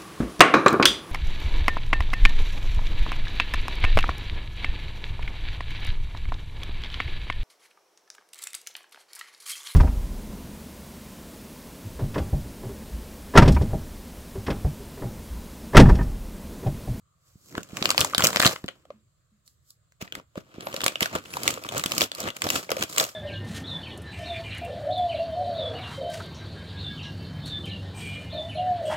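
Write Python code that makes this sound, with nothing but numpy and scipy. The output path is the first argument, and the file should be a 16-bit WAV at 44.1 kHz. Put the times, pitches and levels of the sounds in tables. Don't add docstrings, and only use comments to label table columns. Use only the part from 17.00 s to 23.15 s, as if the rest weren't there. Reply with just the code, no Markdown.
import sys
import numpy as np
from scipy import signal
from scipy.fft import rfft, irfft
from scipy.io import wavfile
from scipy.ndimage import uniform_filter1d

SR = 44100
rng = np.random.default_rng(int(sys.argv[2]) if len(sys.argv) > 2 else 0)


def pcm_store(signal):
    levels = np.round(np.clip(np.atleast_2d(signal), -1, 1) * 32767)
    wavfile.write(sys.argv[1], SR, levels.astype(np.int16).T)


N = 271215

# pitch_hz, density_db (dB per Hz)
ROOM_SPECTRUM = [(30, -10), (121, 2), (160, -23.5), (402, -27), (620, -23.5), (852, -37.5), (1180, -25),
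                 (2500, -35), (4460, -31), (5720, -40), (7500, -24.5), (9000, -40.5), (16000, -42)]
# pitch_hz, likeness (0-1)
ROOM_LIKENESS = [(60, 0.88), (290, 0.24), (900, 0)]
# peak_s, build_s, let_go_s, crackle_db, fizz_db, rumble_db
SQUEEZES = [(.285, 0.18, 0.37, -71, -64.5, -81), (.48, 0.22, 0.7, -69, -55, -83),
            (0.581, 0.16, 0.13, -46, -53, -41.5), (0.861, 0.28, 0.33, -35.5, -39, -36.5),
            (1.004, 0.099, 0.21, -27, -30.5, -32), (1.248, 0.14, 0.22, -27, -29, -30.5),
            (1.467, 0.18, 0.13, -21.5, -23, -29.5), (1.69, 0.22, 0.38, -60, -65.5, -58.5),
            (1.914, 0.13, 0.2, -67.5, -79, -62), (2.464, 0.027, 0.18, -78.5, -61.5, -82),
            (2.701, 0.11, 0.091, -84.5, -59.5, -81.5), (3.01, 0.011, 0.11, -38.5, -46.5, -53),
            (3.183, 0.11, 0.063, -46.5, -56.5, -41.5), (3.379, 0.031, 0.07, -44, -51.5, -41.5),
            (3.62, 0.24, 0.91, -45.5, -75.5, -46), (3.862, 0.42, 0.25, -37, -42, -44.5),
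            (4.021, 0.036, 0.12, -24.5, -31, -40), (4.161, 0.11, 0.082, -29.5, -40, -33),
            (4.493, 0.4, 0.22, -31.5, -35.5, -35), (4.658, 0.027, 0.033, -34, -41.5, -36.5),
            (4.781, 0.19, 0.11, -30, -37.5, -35), (5.032, 0.38, 0.066, -29, -30.5, -33.5),
            (5.207, 0.11, 0.14, -32.5, -36.5, -49), (5.277, 0.19, 0.063, -30, -42.5, -32.5),
            (5.367, 0.042, 0.022, -37.5, -42, -48), (5.446, 0.048, 0.07, -31.5, -40, -34),
            (5.559, 0.21, 0.13, -28, -29, -33.5), (5.706, 0.034, 0.37, -38, -50, -42),
            (5.836, 0.22, 0.041, -33, -36.5, -35.5), (5.9, 0.018, 0.29, -57, -42, -49),
            (6.008, 0.17, 0.17, -28, -28.5, -41)]
# pitch_hz, density_db (dB per Hz)
FILM_COLOUR = [(24, -31.5), (40, -14.5), (106, -6.5), (262, -6), (402, -4.5), (542, 6), (852, -4),
               (1180, 4.5), (1850, -3.5), (3140, -2), (5870, -14.5), (7540, -10), (9450, -22.5),
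               (11600, -17.5), (16000, -23)]
# low_hz, high_hz, t60_s (of the core, before each crease's own length),
# rise_s (time constant), same (share of the noise alike at both ports, 0-1)
POP = (300, 6100, 0.008, 0.00064, 0.57)
TICK = (4740, 48000, 0.012, 0.00043, 0.4)
THUMP = (43, 367, 0.023, 0.0024, 0.8)
# start_s, peak_db (before it leans to a port), pitch_hz
THUMPS = [(0.356, -38.5, 125), (0.547, -29, 272), (0.58, -17.5, 252), (0.732, -27, 200), (0.819, -19, 228),
          (1.005, -24.5, 76), (1.181, -19, 223), (1.237, -21, 139), (1.363, -21, 224), (1.399, -18.5, 250),
          (1.458, -13, 150), (1.643, -20.5, 217.4), (3.025, -26, 178), (3.376, -24.5, 218),
          (3.583, -26, 282), (3.74, -27, 276), (3.835, -24, 370), (3.863, -17.5, 392), (4.021, -17.5, 243),
          (4.153, -23.5, 274), (4.859, -21.5, 232), (4.98, -23, 235), (5.465, -17.5, 313),
          (5.716, -24.5, 350), (5.828, -22.5, 382)]
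# pitch_hz, t60_s
WALL_DECAY = [(300, 0.2), (15000, 0.13)]
# start_s, pop_pitch_hz, pop_peak_db, tick_peak_db
SNAPS = [(0.552, 1100, -22, -37), (0.5793, 1000, -17, -28), (.6314, 3170, -36, -25),
         (0.7699, 2200, -16.5, -15.5), (0.8253, 3870, -9.5, -21), (0.8559, 3250, -5, -10.5),
         (0.891, 1530, -17, -16), (0.9043, 3570, -5.5, -5), (0.9136, 1260, -14, -15),
         (0.946, 920, -19.5, -29), (0.979, 3330, -1.5, -9.5), (0.9946, 1080, -19.5, -11),
         (1.0064, 4010, -15, -3.5), (1.0126, 3200, -5, -7), (1.047, 870, -15.5, -8),
         (1.1347, 1150, -18.5, -46), (1.1477, 3900, -6, -14), (1.1804, 3300, -6, -6),
         (1.194, 1460, -13.5, -34), (1.198, 1270, -16.5, -24), (1.2059, 1140, -12, -11),
         (1.2224, 3740, -9, -15), (1.2393, 663, -13.5, -2), (1.2448, 3800, -9, -1), (1.251, 2480, -9.5, -6),
         (1.2698, 4236, -10, 0.5), (1.3304, 1120, -17, -22), (1.3463, 999, -20, -44.5),
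         (1.36, 2696, -3.5, -11), (1.37, 4660, -7, -30), (1.398, 473, -15, -8), (1.4016, 4160, -2, -10),
         (1.4171, 1520, -11, -10), (1.425, 2510, -7, -9), (1.432, 1700, -9, -19), (1.449, 2880, -2, -17),
         (1.4582, 1240, -10, -27), (1.4639, 4330, -1.5, -6), (1.4745, 3670, -5.5, -10),
         (1.561, 2060, -21.5, -47), (1.641, 420, -28.5, -39), (1.661, 4400, -46, -36),
         (1.6811, 2950, -19.5, -37), (1.6868, 2100, -18, -34), (1.853, 790, -43, -53),
         (1.9043, 950, -35, -62.5), (2.4775, 4260, -49, -38), (2.705, 1110, -56.5, -33.5),
         (2.9216, 1870, -51, -49), (3.0235, 2540, -27.5, -26), (3.077, 2250, -32.5, -69),
         (3.1234, 2620, -19.5, -31), (3.1521, 1350, -22, -25.5), (3.198, 675, -35.5, -49.5),
         (3.356, 578, -31, -45), (3.3776, 643, -28, -39), (3.6075, 2930, -25.5, -30.5),
         (3.6699, 610, -18, -33), (3.728, 2880, -25.5, -32), (3.7418, 575, -18.5, -20.5),
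         (3.764, 2800, -17.5, -19.5), (3.806, 1980, -17, -25), (3.816, 3020, -19.5, -20),
         (3.8361, 880, -12, -34), (3.8412, 3190, -24, -9.5), (3.8631, 1880, -7.5, -4.5),
         (3.8806, 2780, -8, -9.5), (3.9565, 2630, -14.5, -29), (4.007, 2000, -8, -14.5),
         (4.024, 3020, -16, -14), (4.0285, 3240, -8.5, -12), (4.0577, 1580, -14.5, -17.5),
         (4.152, 1210, -14.5, -19.5), (4.257, 2890, -31, -53), (4.338, 2380, -22.5, -23),
         (4.369, 900, -15.5, -21), (4.4333, 2150, -21, -15), (4.478, 2700, -5, -4),
         (4.5062, 3000, -24, -12.5), (4.5402, 3130, -22.5, -22), (4.5746, 356, -24, -57),
         (4.638, 3200, -26, -26), (4.648, 1280, -25, -51), (4.6892, 3100, -19.5, -20),
         (4.7794, 1240, -42, -9), (4.7962, 2450, -19.5, -16), (4.838, 1180, -13.5, -13),
         (4.8602, 2550, -12.5, -11.5), (4.9193, 3040, -11.5, -11.5), (4.95, 4480, -40, -20),
         (4.98, 4470, -12.5, -7.5), (5.0086, 3260, -8, -13), (5.017, 2980, -4.5, -6),
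         (5.023, 2600, -32, -17), (5.0383, 4600, -17, -14), (5.1167, 3840, -17, -26.5),
         (5.1498, 2690, -32, -19), (5.203, 3100, -42, -14.5), (5.2867, 2080, -18.5, -24.5),
         (5.3027, 2900, -23, -29), (5.366, 4400, -60, -26.5), (5.4197, 2580, -9, -13),
         (5.441, 4940, -18, -19), (5.4678, 655, -15.5, -21), (5.4892, 3730, -16, -16),
         (5.5027, 2700, -9.5, -7.5), (5.559, 3130, -12.5, -22), (5.692, 463, -20, -57),
         (5.7044, 646, -20.5, -15.5), (5.717, 634, -11, -11.5), (5.7673, 496, -19.5, -23.5),
         (5.8249, 2340, -10.5, -10.5), (5.836, 2440, -23.5, -15), (5.893, 3920, -35, -31),
         (5.9748, 1310, -15.5, -43), (5.9814, 2830, -11, -2.5), (5.9992, 3870, -6, -8),
         (6.0085, 2770, -22, -11), (6.04, 4050, -20, -15)]
# start_s, pitch_hz, level_db (before the slow start), t60_s
KNOCKS = [(1.9041, 578, -26.5, 0.033), (1.938, 216.3, -49.5, 0.22), (2.318, 208, -57, 0.25)]
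# time_s, pitch_hz, level_db
SQUEAKS = [
    [(3.62, 10800, -61), (3.662, 11400, -47), (3.71, 13300, -55)],
    [(4.26, 8600, -65), (4.335, 10500, -51), (4.37, 11800, -45)],
]

ROOM_DB = -66
SWING_DB = 33
GENTLE_DB = -62.5
SHEEN_DB, SHEEN_HZ = -5.5, 10500
THUMP_CYCLES = 1.8
ECHO_DB = -14.5
LAG_BEFORE, LAG_AFTER, MOVED_S = 2, 8, 2.2
BASS_CUT_HZ, TOP_EDGE_HZ = 67, 16050


def gain_of(db):
    return 10 ** (np.asarray(db) / 20)


def evened(x):
    return x / np.sqrt(np.mean(x ** 2) + 1e-20)


def read(points, hz):
    f, value = np.transpose(points)
    return np.interp(np.log(hz + 1), np.log(f + 1), value)


def room_tone():
    frames, hz = N // 256 + 5, np.fft.rfftfreq(1024, 1 / SR)
    a, b, c, d, patches = rng.standard_normal((frames, 513, 5)).T
    patches = uniform_filter1d(patches, 10, 0)
    patches = evened(uniform_filter1d(patches, 12, 1))
    same = np.clip(read(ROOM_LIKENESS, hz), -1, 1)[:, None]
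    left = a + 1j * b
    right = same * left + np.sqrt(1 - same ** 2) * (c + 1j * d)
    z = np.array([left, right]) * gain_of(read(ROOM_SPECTRUM, hz)[:, None] + 1.5 * patches)
    fade = np.arange(frames) * 256 / SR / 1.0
    z *= 1 + 2.9 * np.exp(-((hz[:, None] - 1170) / 170) ** 2 - fade)
    tone = signal.istft(z, nperseg=1024, noverlap=768)[1][:, :N]
    return gain_of(ROOM_DB) * evened(tone)


def grip():
    s, build, let_go, *levels_db = np.transpose(SQUEEZES)[..., None]
    t = np.arange(0, N + 64, 64) / SR
    down_db = SWING_DB * np.maximum((s - t) / build, (t - s) / let_go)
    gains = []
    for db in levels_db:
        total = np.sqrt((gain_of(db - down_db) ** 2).sum(0))
        gains.append(np.interp(np.arange(N) / SR, t, total))
    return gains


def colour(lo_hz, hi_hz, depth=1):
    hz = abs(np.fft.fftfreq(4096, 1 / SR)) + 1
    band = 1 / np.sqrt((1 + (lo_hz / hz) ** 12) * (1 + (hz / hi_hz) ** 12))
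    gain = gain_of(depth * read(FILM_COLOUR, hz)) * band
    log_gain = np.log(np.maximum(gain, 1e-5))
    return np.fft.ifft(np.exp(np.conj(signal.hilbert(log_gain)))).real[:2048]


def bursts(part, count, spread, place, ring_hz=None, crack=0.75):
    lo_hz, hi_hz, t60, rise, same = part
    t = np.arange(1024) / SR
    hz = np.fft.rfftfreq(4096, 1 / SR)
    z = rng.standard_normal((count, 3 * 1024 + 1))
    length = np.exp(spread * z[:, -1])[:, None, None]
    if ring_hz is not None:
        ring_hz = ring_hz[:, None, None]
        length = length * (1500 / ring_hz) ** 0.32
    z, same = z[:, :-1].reshape(count, 3, 1024), np.clip(same, 0, 1)
    pair = np.sqrt(same) * z[:, :1] + np.sqrt(1 - same) * z[:, 1:]
    age = t / (t60 * length)
    core, tail = gain_of(-60 * age ** 0.9), gain_of(-13.5 - 20 * age)
    pair *= (1 - np.exp(-t / rise)) * (core + tail)
    pair[..., 4] += crack * np.linalg.norm(pair, axis=2)
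    spectrum, body = rfft(pair, 4096), rfft(colour(lo_hz, hi_hz), 4096)
    octaves = np.log2(hz + 1)
    tint_db = 3.5 * np.sin(2 * np.pi * (0.8 * octaves + rng.random((count, 1, 1))))
    spectrum *= gain_of(tint_db)
    spectrum[:, 0] *= np.exp(-2j * np.pi * np.fft.rfftfreq(4096) * 8 * place[:, None])
    if ring_hz is not None:
        ratio = hz / ring_hz
        resonance = 1j * ratio / (2.3 * (1 - ratio ** 2) + 1j * ratio)
        ring = rfft(colour(lo_hz, hi_hz, depth=0.88), 4096) * resonance
        body = 0.3 * body / (1 + 1j * ratio / 5.4) + ring
    pair = irfft(spectrum * body)[..., :2048]
    peak = np.sqrt((abs(signal.hilbert(pair)) ** 2).mean(1).max(1))
    return pair / peak[:, None, None]


def handling():
    gains = grip()
    crackle = gains[0]
    creasing = crackle / np.hypot(crackle, gain_of(GENTLE_DB))
    held = signal.lfilter([1 / 1300], [1, 1 / 1300 - 1], crackle)
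    pressing = creasing * np.minimum(crackle / (held + 1e-9), 1) ** 0.27
    size_db = 5.5 * np.minimum(rng.exponential(1, N), 3.2)
    size = gain_of(size_db) * (rng.random(N) < 700 / SR)
    crease = rng.integers(0, 24, N)
    facets_hz, place = np.geomspace(520, 4200, 24), rng.random(24)
    out = np.zeros((2, N))
    parts, rustles, rings = (POP, TICK, THUMP), (.45, .55, .55), (facets_hz, None, None)
    for gain, part, rustle, ring in zip(gains, parts, rustles, rings):
        lo_hz, hi_hz, same = part[0], part[1], part[4]
        grains = np.zeros((2, N))
        for k, grain in enumerate(bursts(part, count=24, spread=0.72, place=place, ring_hz=ring)):
            grains += signal.oaconvolve((size * (crease == k))[None], grain, axes=1)[:, :N]
        z = rng.standard_normal((3, N))
        slide = np.sqrt(1 - min(same, 1)) * z[1:] + np.sqrt(same) * z[0]
        slide[0] = np.roll(slide[0], 4)
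        slide = signal.oaconvolve(slide, colour(lo_hz, hi_hz)[None], axes=1)[:, :N]
        mix = pressing * evened(grains) + rustle * evened(slide)
        out += gain * mix / np.hypot(pressing, rustle)
    z = rng.standard_normal((2, N))
    sheen = signal.oaconvolve(z, colour(SHEEN_HZ, TICK[1])[None], axes=1)[:, :N]
    return out + gain_of(SHEEN_DB) * gains[1] * (1 - creasing) * evened(sheen)


def played(s, sounds):
    out = np.zeros((2, N + 2048))
    for at, sound in zip((s * SR).astype(int), sounds):
        out[:, at:at + 2048] += sound
    return out[:, :N]


def thumps():
    s, db, hz = np.transpose(THUMPS)[..., None]
    turns = hz * np.arange(2048) / SR
    swing = -np.sin(2 * np.pi * turns)
    swing *= (1 - np.exp(-turns / 0.64)) * gain_of(-60 * turns / THUMP_CYCLES)
    swing *= gain_of(db) / abs(swing).max(1, keepdims=True)
    lean_db = 1.6 * rng.standard_normal((len(s), 1, 1)) * [[1], [-1]]
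    return played(s[:, 0], swing[:, None] * gain_of(lean_db))


def walls(x):
    taps = np.zeros((2, SR // 2))
    starts = np.arange(260, SR // 2 - 20, 20)
    at = starts + rng.integers(0, 20, (2, len(starts)))
    np.put_along_axis(taps, at, rng.choice([-1., 1.], at.shape), 1)
    hz, t, z = signal.stft(taps, SR, nperseg=256)
    decay = gain_of(-60 * t / read(WALL_DECAY, hz)[:, None])
    tail = signal.istft(z * decay, SR, nperseg=256)[1]
    return signal.fftconvolve(x, tail / np.linalg.norm(tail[0]), axes=1)[:, :N]


def snaps():
    s, ring_hz, pop_db, tick_db = np.transpose(SNAPS)
    place = rng.random(len(s))
    pops = bursts(POP, count=len(s), spread=0.028, place=place, ring_hz=ring_hz)
    ticks = bursts(TICK, count=len(s), spread=0.058, place=place)
    return played(s, gain_of(pop_db)[:, None, None] * pops + gain_of(tick_db)[:, None, None] * ticks)


def knocks():
    out = np.zeros(N)
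    for s, hz, db, t60 in KNOCKS:
        t = np.maximum(np.arange(N) / SR - s, 0)
        rise = 1 - np.exp(-t / (0.021 * t60))
        out += gain_of(db - 60 * t / t60) * rise * np.sin(2 * np.pi * hz * t)
    return out


def squeaks():
    out = np.zeros((2, N))
    for rows in SQUEAKS:
        s, hz, db = np.transpose(rows)
        t = np.arange(s[0], s[-1], 1 / SR)
        z = uniform_filter1d(rng.standard_normal((2, 2, len(t))), 100)
        flicker = evened(uniform_filter1d(rng.standard_normal(len(t)), 200))
        z *= gain_of(1.5 * flicker)
        turn = np.exp(2j * np.pi * np.cumsum(np.interp(t, s, hz)) / SR)
        squeak = evened(((z[0] + 1j * z[1]) * turn).real)
        out[:, int(s[0] * SR):][:, :len(t)] += gain_of(np.interp(t, s, db)) * squeak
    return out


def scene():
    cracks = snaps() + thumps()
    bag = cracks + gain_of(ECHO_DB) * walls(cracks) + handling() + squeaks()
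    before, after = np.roll(bag[0], LAG_BEFORE), np.roll(bag[0], LAG_AFTER)
    bag[0] = np.where(np.arange(N) < MOVED_S * SR, before, after)
    return bag + knocks() + room_tone()


def record(dry):
    hz = np.fft.rfftfreq(N, 1 / SR)
    left, right = rfft(dry)
    middle = (left + right) / 2
    side = (left - right) / 2 * np.hypot(hz, 900) / np.hypot(hz, 1100)
    balance_db = read([(60, -2.0), (500, -0.8), (3000, 2.5), (9000, -3.0)], hz)
    bass = hz ** 2 / np.hypot(hz ** 2, BASS_CUT_HZ ** 2)
    ports = irfft((middle + [side, -side]) * bass * gain_of([balance_db / 2, -balance_db / 2]), N)
    top_cut = signal.firwin(255, TOP_EDGE_HZ, window=("kaiser", 9), fs=SR)
    return signal.oaconvolve(np.clip(ports, -1, 1), top_cut[None], "same")


dry = scene()
out = record(dry)
pcm_store(out)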